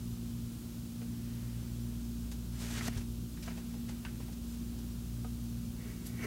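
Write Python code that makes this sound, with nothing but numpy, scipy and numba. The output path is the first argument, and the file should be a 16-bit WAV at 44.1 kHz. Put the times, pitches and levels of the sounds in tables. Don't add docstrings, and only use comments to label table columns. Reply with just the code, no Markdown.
import sys
import numpy as np
from scipy import signal
from scipy.fft import rfft, irfft
from scipy.io import wavfile
from scipy.ndimage import uniform_filter1d
from numba import njit

SR = 44100
rng = np.random.default_rng(int(sys.argv[2]) if len(sys.argv) > 2 else 0)


def volts_from_db(level):
    exponent = np.asarray(level, float) / 20
    return 10 ** exponent


def to_wav(s):
    ch = np.atleast_2d(s).T
    pcm = np.round(np.clip(ch, -1, 1) * 32767)
    wavfile.write(sys.argv[1], SR, pcm.astype(np.int16))


N = 276066
TIME = np.arange(N) / SR

# centre in Hz, width in Hz, level in dB.
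SHELL = [(1283, 240, 1.5), (1600, 180, 5), (1870, 230, 5), (2350, 500, 3), (2900, 620, 0.5)]
BOARD = [(348, 128, 0.5), (680, 170, -1.5), (830, 150, -1), (1000, 150, -3)]
EDGE = [(3540, 1560, -2.5), (4550, 640, 2.5), (6000, 2900, -2.5)]
GRIT = [(7100, 2800, 0), (9600, 9500, -3.5), (13000, 2800, -3)]


@njit
def svf(x, hz, width):
    y, band, low = np.empty(len(x)), 0., 0.
    g, k = np.tan(np.pi * hz / SR), width / hz
    for i in range(len(x)):
        v = (band + g * (x[i] - low)) / (1 + g * (g + k))
        band = 2 * v - band
        low += 2 * g * v
        y[i] = k * v
    return y


def body(x, modes):
    power, out = 0, 0
    for k, (hz, width, db) in enumerate(modes):
        power += volts_from_db(2 * db) * np.pi * width / SR
        out = out + (-1) ** k * volts_from_db(db) * svf(x, 1. * hz, 1. * width)
    return out / np.sqrt(power)


def walk(rate):
    hold = int(SR / rate)
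    steps = np.repeat(rng.standard_normal(N // hold + 1), hold)
    return 0.76 * uniform_filter1d(uniform_filter1d(steps, hold), hold)[:N]


def stroke(table):
    s, press_db, light_db = np.transpose(table)
    inside = np.clip(np.minimum(TIME - s[0], s[-1] + .006 - TIME) / .006, 0, 1)
    return inside * volts_from_db(np.interp(TIME, s, press_db)), np.interp(TIME, s, light_db)


def scuff(s, peak_db, rise_s, fall_s, light_db):
    return volts_from_db(peak_db - 20 * np.maximum((s - TIME) / rise_s, (TIME - s) / fall_s)), light_db


def rub(strokes, bodies, shares, grain_db, flutter_db):
    grip, out = walk(40) + 1.5 * walk(130), 0
    for modes, (share_db, slope) in zip(bodies, shares):
        force = sum(press * volts_from_db(share_db + slope * light_db) for press, light_db in strokes)
        clicks = rng.standard_normal(N) * volts_from_db(grain_db * rng.exponential(size=N))
        flutter = volts_from_db(flutter_db * (grip + 0.52 * walk(25)))
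        out += body(force * flutter * clicks / clicks.std(), modes)
    return out


def hand_slides():
    # time in seconds, pressure in dB, lightness in dB.
    slide = [
        (2.52, -66, 2),
        (2.575, -60.5, 5),
        (2.615, -51.5, 5.5),
        (2.68, -51, 2.5),
        (2.74, -50, 2.5),
        (2.782, -43.5, 0.5),
        (2.815, -52, 1.5),
        (2.862, -49, 3),
        (2.882, -42, 3.5),
    ]
    # peak in seconds, peak in dB, rise and fall in seconds per 20 dB, lightness in dB.
    scuffs = [
        (2.883, -52, .004, .025, -3),
        (2.976, -54, 0.25, 0.075, -1),
        (3.468, -55.5, 0.058, 0.2, 0),
        (3.572, -67, .012, 0.074, -2),
        (3.695, -67, .05, .4, -1),
        (3.89, -55.5, .013, 0.072, -9),
        (4.075, -59, .03, 0.047, -3),
        (4.214, -63, 0.37, 0.14, -16),
        (4.536, -73, 0.17, 0.081, 16),
        (6.071, -65, 0.041, 0.045, 16),
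    ]
    # level in dB, slope in dB per dB of lightness.
    balance = [(1, 0), (-4, 0.4), (0.5, 0.86), (-2.5, 1.43)]
    strokes = [stroke(slide)] + [scuff(*row) for row in scuffs]
    return rub(strokes, (SHELL, BOARD, EDGE, GRIT), balance, grain_db=2.5, flutter_db=.9)


def eraser_wipe():
    # time in seconds, pressure in dB, lightness in dB.
    wiping = [
        (5.76, -71, 0),
        (5.815, -62.5, 4),
        (5.885, -57.5, -3),
        (6.02, -68.5, -6),
        (6.13, -62, -2),
        (6.2, -52.5, -17),
        (6.244, -42, -12),
        (6.26, -51, -1),
    ]
    # centre in Hz, width in Hz, level in dB.
    block = [(1108, 40, -6), (1310, 90, -7), (1560, 350, -10), (1908, 80, -1), (2060, 110, -3),
             (2260, 90, -1.5), (2730, 180, -11), (3050, 250, -17)]
    drum = [(323, 81, 3), (490, 68, -2), (614, 100, -12)]
    dust = [(4540, 900, -2), (6100, 460, 4), (8950, 4700, -6), (14200, 2000, -5)]
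    # level in dB, slope in dB per dB of lightness.
    balance = [(1, 0), (4, 0.2), (-3, 0.3)]
    return rub([stroke(wiping)], (block, drum, dust), balance, grain_db=2.4, flutter_db=.6)


def taps():
    # start in seconds, force in dB, weight on the panel in dB, hardness in dB.
    touches = [(1.0146, -53, -10, -7), (2.315, -53.5, -1, 8.5), (2.8085, -52, -7, -5),
               (2.9735, -54, 2, 8.5), (3.0085, -51, -4, -3), (3.3707, -53, -6, -7), (3.425, -55, -9, 6.5),
               (3.432, -54, -11, 5), (3.459, -65, 0, 14), (3.472, -55, 3, -10), (3.479, -48, 1, -19),
               (3.5045, -50, 2, -12), (3.572, -50.5, 1.5, -4), (3.7382, -57, 5, -1), (3.8885, -50, 1, 2),
               (3.9102, -58, -2, -9), (4.05, -54, -3, -15), (4.2, -57, 8.5, -1), (4.2795, -60, 9, -6),
               (4.3245, -65, -6, 11.5), (4.7858, -66, 11, 12), (5.246, -61, 6, -6)]
    t60_s, dust_db = 0.068, -5.5
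    drive, after = np.zeros((4, N + SR)), np.arange(SR // 4) / SR
    for s, force_db, weight_db, hard_db in touches:
        levels_db = (0, weight_db, hard_db, hard_db + dust_db)
        for row, db, quick in zip(drive, levels_db, (1.0, 0.83, 0.8, 0.62)):
            rattle = rng.standard_normal(len(after)) * np.minimum(after / 0.0029, 1)
            rattle[0] = 4.5
            fade = volts_from_db(force_db + db + 2.5 - 60 * quick * after / t60_s)
            row[int(s * SR):][:len(after)] += fade * rattle
    return sum(body(row[:N], modes) for row, modes in zip(drive, (SHELL, BOARD, EDGE, GRIT)))


def thuds():
    ringers = {"panel": [(463, -3.5, 0.12), (740, -5.5, 0.12), (1260, -3, 0.1), (2000, -6.5, .027)],
               "knuckle": [(240, 0, .022), (420, -5, .018), (680, -6.5, .02), (920, -9, .016),
               (1900, -12, .014)], "frame": [(95, 1, 0.15), (55.6, -3, 0.52)],
               "barrel": [(694, -6.5, 0.053), (1030, -5, 0.041), (1310, -1.5, 0.055), (2030, -2, 0.046)],
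               "cap": [(974, -0.5, 0.055), (1140, 2.5, 0.048), (1540, 3.5, .1), (1750, -4, 0.11),
               (2710, 3.5, 0.066), (4300, -2.5, 0.047)], "clasp": [(3450, -7, .073), (4600, -1.1, 0.081),
               (11500, 0.5, 0.14)]}
    # start in seconds, peak at 1 kHz in dB, tilt in dB per octave, thing that rings.
    blows = [
        (1.016, -56, -11, "panel"),
        (2.8083, -40, 5.5, "barrel"),
        (2.8818, -21, 0, "knuckle"),
        (2.961, -24, 0.5, "frame"),
        (3.478, -38, -6.5, "barrel"),
        (4.05, -45, 0, "cap"),
        (5.245, -44, -1.5, "panel"),
        (6.063, -51, 1, "clasp"),
    ]
    out, after = np.zeros(N + SR), np.arange(SR // 3) / SR
    for s, blow_db, tilt_db, thing in blows:
        for hz, db, t60 in ringers[thing]:
            crowd = min(hz / 2200, 1)
            cluster = svf(rng.standard_normal(len(after)), 1. * hz, .14 * hz)
            pure = np.sin(2 * np.pi * hz * after)
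            ring = np.sqrt(1 - crowd ** 2) * pure + crowd * cluster / cluster.std() / np.sqrt(2)
            peak_db = blow_db + db + tilt_db * np.log2(hz / 1000)
            onset = np.minimum(2 * hz * after, 1)
            out[int(s * SR):][:len(after)] -= volts_from_db(peak_db - 60 * after / t60) * onset * ring
    return out[:N]


def room(x):
    t60_s, tail_db = .12, -18
    after = np.arange(SR // 4) / SR
    fade = volts_from_db(-60 * after / t60_s) * (after > .004)
    tail = svf(rng.standard_normal(len(after)), 920.0, 3000.) * fade
    return x + volts_from_db(tail_db) * signal.fftconvolve(x, tail / np.linalg.norm(tail))[:N]


def tone(db, hz, lead_hz, swell_s, turn):
    return volts_from_db(db) * np.sqrt(2) * np.cos(2 * np.pi * (turn + lead_hz * swell_s + hz * (TIME - swell_s)))


def compressors():
    motor_hz = (58.604, 58.499, 58.893)
    # multiple of shaft speed, levels of motors 1, 2 and 3 in dB,
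    # then the times in seconds when motor 2 and motor 3 swell with motor 1.
    hum = [(1.0, -53.0, -48.7, -54.3, 3.33, 2.04), (2.0, -53.3, -49.7, -52.3, 1.68, 1.48),
           (3.0, -65.9, -70.8, -53.0, 0.26, 0.12), (4.0, -44.9, -74.7, -55.9, 1.57, 0.29),
           (5.0, -68.3, -74.9, -72.5, 1.3, 0.51), (6.0, -66.9, -74.0, -77.1, 0.01, 0.09),
           (8.0, -87.5, -97.3, -103.6, 0.38, 0.19)]
    mains_hz, mains_db, mains_swell_s = 119.942, -58.5, .336
    turns = rng.random(len(hum))
    out = tone(mains_db, mains_hz, 2 * motor_hz[0], mains_swell_s, turns[1])
    for (k, *db, swell_2, swell_3), turn in zip(hum, turns):
        for hz, level_db, swell_s in zip(motor_hz, db, (0, swell_2, swell_3)):
            out += tone(level_db, k * hz, k * motor_hz[0], swell_s, turn)
    return out


def air():
    # frequency in Hz, density in dB per Hz.
    rumble = [(25, -98), (36, -87), (46, -73), (110, -72.5), (240, -73), (330, -81), (480, -90.5)]
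    hiss = [(800, -96.5), (1400, -96.5), (2100, -100), (3000, -97), (6000, -97.5), (11000, -99),
            (15000, -99)]
    # centre in Hz, width in Hz, level in dB.
    room_modes = [(44, 3, -58), (78.2, 8.6, -55), (106.4, 3, -59.5), (125.9, 3.1, -55.5), (155, 6.9, -60.5)]
    hollow_db, hollow_wander_db = -2.5, 6.2
    hz, db = np.transpose(rumble + hiss)
    bins = np.arange(1, N // 2 + 2) * SR / N
    colour = volts_from_db(np.interp(np.log(bins), np.log(hz), db))
    floor = irfft(rfft(rng.standard_normal(N)) * colour, N) * np.sqrt(SR / 2)
    floor += (volts_from_db(hollow_db + hollow_wander_db * walk(2.61)) - 1) * svf(floor, 1850.0, 870.0)
    floor += (volts_from_db(0.8 * walk(3.53)) - 1) * svf(floor, 790.0, 600.)
    for f, width, mode_db in room_modes:
        mode = svf(rng.standard_normal(N), 1. * f, 1. * width) * np.sqrt(SR / np.pi / width)
        floor += volts_from_db(mode_db + 0.79 * walk(2.7)) * mode
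    return floor


def apart():
    out = volts_from_db(-78) * svf(rng.standard_normal(N), 13500., 9000.)
    window = np.hanning(2048) ** .5
    for when, where in rng.random((45, 2)):
        hz = 4200 + 10800 * where ** 1.28
        patch = svf(svf(rng.standard_normal(len(window)), hz, 0.22 * hz), hz, 0.22 * hz)
        out[int(when * (N - len(window))):][:len(window)] += volts_from_db(-57) * window * patch
    return out * np.array([[1], [-1]])


def scene():
    contacts = room(hand_slides() + eraser_wipe() + taps())
    return np.tile(contacts + thuds() + compressors() + air(), (2, 1))


def roll_off(x):
    return signal.sosfilt(signal.butter(12, 16890, fs=SR, output="sos"), x)


def record(dry):
    bass_cut = signal.butter(2, 33, "high", fs=SR, output="sos")
    top_cut = signal.ellip(12, .3, 70, 15800, fs=SR, output="sos")
    mix = signal.sosfilt(np.r_[bass_cut, top_cut], dry + apart())
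    return roll_off(mix)


dry = scene()
out = record(dry)
to_wav(out)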